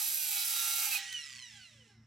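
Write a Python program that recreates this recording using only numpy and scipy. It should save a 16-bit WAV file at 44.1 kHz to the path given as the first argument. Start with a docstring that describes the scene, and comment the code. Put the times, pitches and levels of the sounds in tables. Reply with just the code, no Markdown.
"""On a lawn, a miter saw cuts through a wooden batten while a distant engine hums.
Chip noise modulated by the teeth makes the rasp; resonated noise makes the blade ring.
Free of the wood the saw speeds up, the trigger clicks off, and the whine (harmonics of the tooth rate)
falls through the resonances of blade and guard while the blade flutters against the kerf."""
import sys
import numpy as np
from scipy import signal
from scipy.fft import rfft, irfft, next_fast_len
from scipy.io import wavfile

SR = 44100
rng = np.random.default_rng(int(sys.argv[2]) if len(sys.argv) > 2 else 0)


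def to_wav(s):
    """Save 16-bit WAV."""
    ch = np.atleast_2d(s).T  # columns
    pcm = np.round(np.clip(ch, -1, 1) * 32767)  # PCM
    wavfile.write(sys.argv[1], SR, pcm.astype(np.int16))


N = 90978
T = np.arange(N) / SR
SIZE = next_fast_len(N + 4096)
F = np.maximum(np.arange(SIZE // 2 + 1) * SR / SIZE, 1)
CUT_END_S = 0.97


def undb(db):
    """Decibels to gain."""
    return 10 ** (np.asarray(db) / 20)


def unit(x):
    """Scale to rms 1."""
    return x / np.sqrt(np.mean(x ** 2))


def curve(rows, axis=1):
    """One column of a table, joined by straight lines in time."""
    rows = np.array(rows)
    return np.interp(T, rows[:, 0], rows[:, axis])


def across(rows):
    """Points joined on a log-frequency axis."""
    rows = np.array(rows)
    return np.interp(np.log(F), np.log(np.maximum(rows[:, 0], 1)), rows[:, 1])


def shape(x, gain):
    """Filter with a gain for each frequency."""
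    return irfft(rfft(x, SIZE) * gain, SIZE)[..., :N]


def noise():
    """White noise."""
    return rng.standard_normal(N)


def walk(rate_hz):
    """Smooth chance of spread 1: low-passed noise."""
    return unit(shape(noise(), 1 / (1 + (F / rate_hz) ** 4)))


def resonance(hz, width_hz):
    """Gain of one resonance, 1 at its centre."""
    return 1 / np.hypot(1, (F / hz - hz / F) * hz / width_hz)


def ringing(hz, width_hz):
    """A mode kept ringing by random knocks, rms 1."""
    return unit(shape(noise(), resonance(hz, width_hz) ** 2))


def after(start_s):
    """Seconds since a moment, 0 before it."""
    return np.maximum(T - start_s, 0)


def tone(phase):
    """Sinusoid of rms 1."""
    return np.sqrt(2) * np.cos(phase)


# engine lines: pitch_hz, relative_db
ENGINE_LINES = [(57.5,-12.5),(86,-8.5),(113.2,2.5),(144.5,-8.5),(173,-38),(222.5,-4),(229,-17)]
# hum level: time_s, level_db
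HUM_LEVEL = [(0,-75.5),(.95,-75.5),(1.4,-68.5),(1.8,-65.5),(2.06,-62.5)]
# outdoor noise colour: freq_hz, relative_db
OUTDOOR_COLOUR = [(25,-22.5),(70,6),(130,4.5),(230,7.5),(400,-6),(600,-16.5),(850,-8),(1500,-7),(5000,-27),(15000,-54)]
OUTDOORS_RE_HUM_DB = -9.5
THROB_HZ, THROB_PEAK_S, THROB_DEPTH = 4.65, 1.782, 0.65


def distance():
    """A far engine: throbbing steady lines, over soft outdoor noise that rises with the hum."""
    throb_growth = np.clip(T / THROB_PEAK_S, 0, 1)
    throb = 1 + THROB_DEPTH * np.cos(2 * np.pi * THROB_HZ * (T - THROB_PEAK_S)) * throb_growth
    lines = 0
    for hz, db in ENGINE_LINES:
        phase = 2 * np.pi * (hz * T + rng.random()) + 0.1 * walk(5.15)
        lines = lines + undb(db) * np.cos(phase)
    hum = unit(throb * lines)
    outdoors = unit(shape(noise(), undb(across(OUTDOOR_COLOUR))))
    return (hum + undb(OUTDOORS_RE_HUM_DB) * outdoors) * undb(curve(HUM_LEVEL))


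# motor speed under load: time_s, speed_turns_per_s
LOADED_SPEED = [(0.0, 403), (0.17, 391), (0.362, 354.8), (0.448, 353.2), (0.486, 343.5), (0.82, 344.4),
                (0.928, 327.2), (0.944, 313.2), (0.97, 311.6)]
# motor speed, blade free: time_s, speed_turns_per_s
FREE_SPEED = [(0.99,315.3),(1.058,356),(1.126,385),(1.188,359.3),(1.4,265.5),(1.53,215.7),(1.6,193),(1.668,170.5),(1.73,152),(1.784,135.5),(1.836,120.3),(1.9,103.8),(1.94,96),(2.06,73)]
WAVER = 0.0015  # rms share of speed


def motor():
    """Turns per second: the speed changes by a steady share each second from point to point."""
    rows = np.array([*LOADED_SPEED, *FREE_SPEED])
    speed = np.exp(np.interp(T, rows[:, 0], np.log(rows[:, 1])))
    return speed * (1 + WAVER * walk(51))


REPEAT_SPREAD_DB, REPEAT_DRIFT_HZ = 4, 2.5


def tooth_pattern(sector):
    """Uneven teeth repeat each half sector: a comb following the speed, each line's level drifting at random."""
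    comb = 0
    for k in range(6, 52):
        swell = undb(REPEAT_SPREAD_DB * walk(REPEAT_DRIFT_HZ)) / np.sqrt(k)
        comb = comb + swell * np.cos(2 * k * sector + 2 * np.pi * rng.random())
    return unit(comb)


# chip noise colour: freq_hz, relative_db
CHIP_COLOUR = [(180, -59), (300, -60), (477, -63.5), (519, -30), (573, -36), (665, -25.5), (825, -5.5),
               (1010, -21.5), (1150, -19.5), (1230, -4), (1360, -9), (1450, -8.5), (1770, -15.5),
               (2090, -9), (2470, -5), (3400, -5), (3660, -5.5), (3860, 0), (4410, -3), (4710, -3),
               (5740, -2), (6890, -2), (7490, 0), (9140, -2), (11700, 3), (15800, -5.5)]
TEETH_PER_SECTOR = 10
BITE_SHARE, BITE_SPREAD_DB, WOBBLE = 0.08, 1.08, 0.087
SPRAY_DB, REPEAT_DB = -4, -3.5  # re shared chip noise


def chip_noise(tooth):
    """Each tooth tears off a burst of chips; part of the pattern repeats with the blade's sectors. 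Stereo."""
    sector = tooth / TEETH_PER_SECTOR
    bite = (1 + BITE_SHARE * np.cos(tooth)) * undb(BITE_SPREAD_DB * walk(510))
    bite = bite * (1 + WOBBLE * (np.cos(sector) + np.cos(sector / 4)))
    spray = undb(SPRAY_DB) * np.array([noise(), noise()])  # independent left and right
    source = noise() + spray + undb(REPEAT_DB) * tooth_pattern(sector)
    return shape(source * bite, undb(across(CHIP_COLOUR)))


# blade modes: centre_hz, relative_db
BLADE_MODES = [(3881,-69),(4732,-50.5),(5949,-53),(7262,-66),(7477,-58.5),(9722,-58),(10724,-55)]


def blade_modes():
    """Random knocks keep the blade's modes ringing: narrow-band noise."""
    return sum(undb(db + 1.5) * ringing(hz, width_hz=51) for hz, db in BLADE_MODES)


# low bending modes: centre_hz, width_hz, relative_db
BENDING_MODES = [(800, 12, -0.5), (853, 7.3, -1.5), (830, 160, -1)]
# their summed level: time_s, level_db
BENDING_CURVE = [(0.0, -57.5), (0.168, -72.5), (0.422, -60.5), (0.48, -84), (0.526, -61), (0.778, -62.5),
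                 (0.9, -51.5), (1.036, -72), (1.16, -101)]


def bending():
    """Low bending modes of the blade, rung by random knocks."""
    modes = unit(sum(undb(db) * ringing(hz, width_hz) for hz, width_hz, db in BENDING_MODES))
    tail_db = -60 * after(BENDING_CURVE[-1][0])  # 60 dB/s past the last point
    return modes * undb(curve(BENDING_CURVE) + tail_db)


# high scrape: time_s, level_db
SCRAPE_LEVEL = [(0,-44),(.14,-38.5),(.3,-42),(.55,-65),(.95,-56),(1.02,-100)]


def scrape():
    """A high scrape, strongest early in the cut: one band of resonated noise."""
    return ringing(11690, width_hz=390) * undb(curve(SCRAPE_LEVEL))


# cut bands before trim and end fall: time_s, hiss_db, rasp_db, body_db
CUT_BANDS = [(0.0,-33,-48,-52),(0.15,-35,-50.5,-59.5),(0.262,-36,-45,-61.5),(0.34,-34,-44.5,-51.5),(0.426,-34.5,-38.5,-55),(0.45,-33.5,-46,-53.5),(0.588,-33.5,-42,-50.5),(0.68,-33,-45,-47.5),(0.756,-33.5,-43.5,-51.5),(0.86,-32.5,-43,-46),(0.9,-37.5,-43.5,-51.5),(0.93,-33,-40.5,-46.5),(0.97,-37,-39.5,-51.5)]
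BODY_TOP_HZ, RASP_TOP_HZ = 2300, 4730
HISS_TRIM_DB, RASP_TRIM_DB = -0.12, -1
HISS_FALL_DB_PER_S, RASP_FALL_DB_PER_S = 526, 197


def cut(tooth):
    """Chip noise in three bands with separate levels, plus ringing blade and scrape."""
    chips = chip_noise(tooth)
    below_hiss = 1 / (1 + (F / RASP_TOP_HZ) ** 8)
    below_rasp = 1 / (1 + (F / BODY_TOP_HZ) ** 8)
    rasp_fall_db = RASP_FALL_DB_PER_S * after(CUT_END_S)
    hiss_level = undb(curve(CUT_BANDS) - HISS_FALL_DB_PER_S * after(CUT_END_S))
    rasp_level = undb(curve(CUT_BANDS, axis=2) - rasp_fall_db)
    body_level = undb(curve(CUT_BANDS, axis=3) - rasp_fall_db)
    hiss = undb(HISS_TRIM_DB) * hiss_level * unit(shape(chips, 1 - below_hiss))
    rasp = undb(RASP_TRIM_DB) * rasp_level * unit(shape(chips, below_hiss - below_rasp))
    body = body_level * unit(shape(chips, below_rasp))
    mean_hiss = undb(np.mean(np.array(CUT_BANDS)[:, 1]))
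    modes = blade_modes() * hiss_level / mean_hiss  # modes follow the hiss
    return hiss + rasp + body + modes + bending() + scrape()


# strike tone: time_s, level_db
STRIKE_LEVEL = [(0,-75),(.2,-54.5),(.32,-60),(.5,-58),(.68,-48),(.86,-52),(.95,-68),(1.02,-90),(1.1,-100)]
# harmonics 1 up: relative_db
STRIKE_STACK = [-2, -31.5, -19, -5.5]


def strike(tooth):
    """Teeth strike the wood at the tooth rate: a clear tone inside the rasp."""
    stack = sum(undb(db + 2 * walk(6.3)) * tone(k * tooth) for k, db in enumerate(STRIKE_STACK, 1))
    return undb(curve(STRIKE_LEVEL)) * stack


# flutter against the kerf: time_s, rate_hz, depth_0_to_1
FLUTTER_CURVE = [(1.1,150,.05),(1.22,146,.55),(1.29,136,.5),(1.35,125,.7),(1.4,122,.8),(1.44,122,.2),(1.6,100,.08),(2.06,70,.05)]
FLUTTER_PEAK_S, FLUTTER_UNEVEN = 1.36, 0.12


def flutter_beat():
    """Phase and depth of the blade's flutter, a crest set at FLUTTER_PEAK_S."""
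    beat = 2 * np.pi * np.cumsum(curve(FLUTTER_CURVE)) / SR
    return beat - np.interp(FLUTTER_PEAK_S, T, beat), curve(FLUTTER_CURVE, axis=2)


def flutter():
    """Gain as the free blade flutters against the kerf, uneven over each four beats."""
    beat, depth = flutter_beat()
    uneven = 1 + 2 * FLUTTER_UNEVEN * depth * np.cos(beat / 4)
    return (1 + depth * np.cos(beat)) * uneven / np.sqrt(1 + depth ** 2 / 2)


# second-harmonic squeals: start_s, length_s (edge_s more end to end), level_db (if fully risen)
SQUEAL_EVENTS = [(0.917,0.013,-35.5),(0.944,0.022,-35),(1.142,0.0052,-36.5),(1.149,0.048,-46)]


def squeals(tooth, edge_s=0.012):
    """The second tooth harmonic bursts out briefly."""
    level = 0
    for start_s, length_s, db in SQUEAL_EVENTS:
        nearest_end_s = np.minimum(T - start_s, start_s + length_s + edge_s - T)
        level = level + undb(db) * np.clip(nearest_end_s / edge_s, 0, 1)
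    return level * tone(2 * tooth) * (1 + 0.079 * walk(130))


# whine gain: time_s, gain_db
WHINE_GAIN = [(.9,-54),(1.0,-36.5),(1.1,-33.5),(1.15,-33),(1.22,-36.5),(1.3,-37.5),(1.4,-37.5),(1.45,-40.5),(1.53,-45),(1.63,-49),(1.68,-52.5),(1.82,-58.5),(1.91,-59),(1.98,-66.5),(2.06,-76)]
# harmonics 1-6: relative_db
LOW_HARMONICS = [-8, 0, -1, 5, -1, 7]
# blade and guard response: freq_hz, gain_db
GUARD_RESPONSE = [(250,-9),(390,-8),(520,-5),(680,-25.5),(800,-16.5),(950,-30.5),(1200,-27),(1450,-21),(1700,-16.5),(1950,-17),(2250,-28.5),(2550,-28.5),(2950,-12),(3400,-23.5),(4000,-18),(4700,-26.5),(5400,-18.5),(6000,-21.5),(6500,-37.5),(7000,-21.5),(7600,-28.5),(8300,-36.5),(9100,-28),(10000,-30),(10800,-47),(12300,-42),(15000,-61)]
UPPER_DB, ROLL_OFF_DB_PER_HARMONIC = -1, 0.3
ROUGHNESS, LINE_WIDTH_HZ = 0.5, 50  # width of harmonic 1, grows as sqrt(k)
FLUTTER_SWING_RAD, PATCHY_DB, PATCHY_HZ = 0.42, 2.2, 11


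def whine(tooth):
    """Tooth harmonics sweep through guard resonances; flutter splits each into a cluster of lines."""
    beat, depth = flutter_beat()
    upper = UPPER_DB - ROLL_OFF_DB_PER_HARMONIC * np.arange(20)
    stack = 0
    for k, db in enumerate([*LOW_HARMONICS, *upper], 1):
        width_hz = LINE_WIDTH_HZ * np.sqrt(k)
        swing = FLUTTER_SWING_RAD * np.sqrt(k) * depth * np.sin(beat + 2 * np.pi * rng.random())
        phase = k * tooth + 2 * np.pi * rng.random() + swing
        in_phase = (1 + ROUGHNESS * walk(width_hz)) * np.cos(phase)
        quadrature = ROUGHNESS * walk(width_hz) * np.sin(phase)
        stack = stack + undb(db + PATCHY_DB * walk(PATCHY_HZ)) * (in_phase + quadrature)
    stack = shape(stack, undb(across(GUARD_RESPONSE)))
    return stack * undb(curve(WHINE_GAIN)) * flutter() + squeals(tooth)


# air stirred by the free blade: time_s, level_db (before flutter)
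AIR_LEVEL = [(.9,-49),(.99,-42.5),(1.1,-48),(1.2,-50),(1.38,-52.5),(1.45,-60),(1.55,-57),(1.68,-62),(1.82,-68.5),(1.91,-69),(1.98,-82.5),(2.06,-82)]
# its colour: freq_hz, relative_db
AIR_SPECTRUM = [(250,-23),(600,-27),(900,-22.5),(1200,-14),(1700,-3),(2250,1),(2950,3.5),(3400,1.5),(4700,-3.5),(5400,-1.5),(6500,-0.5),(7600,-2),(8300,-7),(10000,-11.5),(10800,-23),(12300,-19),(15000,-30.5)]


def stirred_air():
    """Air rushes round the fluttering blade: coloured noise."""
    return unit(shape(noise(), undb(across(AIR_SPECTRUM)))) * flutter() * undb(curve(AIR_LEVEL))


# free-blade ring: time_s, pitch_hz, level_db
FREE_RING = [(.95,1935,-88),(.99,1925,-52),(1.15,1912,-54),(1.3,1939,-57.5),(1.45,1975,-61),(1.65,2014,-71),(2.06,2047,-81)]
# lowest bending mode, clear as the teeth leave the wood: time_s, level_db
CLEAR_RING_LEVEL = [(.8,-76.5),(.95,-54),(1.04,-62),(1.1,-72),(1.16,-100),(2.06,-140)]


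def free_ring():
    """The blade rings on: a wavering tone, a high noisy ring and a clear low bending mode."""
    pitch_hz = curve(FREE_RING) * (1 + 0.01124 * walk(62))
    ring = tone(2 * np.pi * np.cumsum(pitch_hz) / SR) * undb(curve(FREE_RING, axis=2) + 2 * walk(30))
    high_db = -65 - 13 * after(CUT_END_S)  # falls 13 dB/s
    high = ringing(5400, width_hz=450) * undb(high_db)
    clear = tone(2 * np.pi * 797 * T) * undb(curve(CLEAR_RING_LEVEL))
    return ring + high + clear


# switch click: start_s, noise_gain_db, decay_s
TRIGGER_CLICK = (1.1268, -31, .0022)


def trigger():
    """The switch snaps open: a decaying noise burst through one broad resonance."""
    start_s, db, decay_s = TRIGGER_CLICK
    burst = noise() * (T >= start_s) * np.exp(-np.abs(T - start_s) / decay_s)
    return undb(db) * shape(burst, resonance(4110, width_hz=7800) ** 2)


# microphone pair: freq_hz, right_minus_left_db
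PAN_CURVE = [(200,0),(700,0),(1300,4),(2400,6),(4400,3),(8000,2.5),(15000,4.5)]
# microphone pair: freq_hz, left_lead_rad
LEAD_CURVE = [(250,-0.07),(1000,-0.76),(2500,0.31),(6630,-0.23),(6980,-1.3),(7240,-0.23),(9130,-1.25),(10200,1),(10400,-1.44),(12200,-1.52),(12600,-1.1),(13500,0.34),(14000,-2.3),(15400,0.5)]
# scattered sound: freq_hz, re_direct_db
SCATTER_SHARE = [(300,-29),(1000,-12),(2500,-15.5),(6000,-7),(14000,-8.5)]
TEETH_PER_TURN, SCATTER_DECAY_S = 4, 0.01  # per motor turn


def scene():
    """The saw reaches two microphones directly and scattered off its table and the ground."""
    far = distance()
    tooth = 2 * np.pi * TEETH_PER_TURN * np.cumsum(motor()) / SR
    saw = cut(tooth) + strike(tooth) + whine(tooth) + stirred_air() + free_ring() + trigger()
    share = undb(across(SCATTER_SHARE))
    out = []
    for side, sound in zip((1, -1), saw):  # left, right
        echoes = noise() * np.exp(-T / SCATTER_DECAY_S)
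        echoes = echoes / np.sqrt(np.sum(echoes ** 2))
        path = (1 + share * rfft(echoes, SIZE)) / np.hypot(1, share)
        pan = undb(-side * across(PAN_CURVE) / 2)
        lead = np.exp(1j * side * across(LEAD_CURVE) / 2)
        out.append(far + shape(sound, path * pan * lead))
    return np.array(out)


def record(dry):
    """The recorder cuts the top: steep elliptic low-pass at 15950 Hz."""
    top_cut = signal.ellip(10, 0.2, 80, 15950, fs=SR, output="sos")
    return signal.sosfilt(top_cut, dry)


dry = scene()
out = record(dry)
to_wav(out)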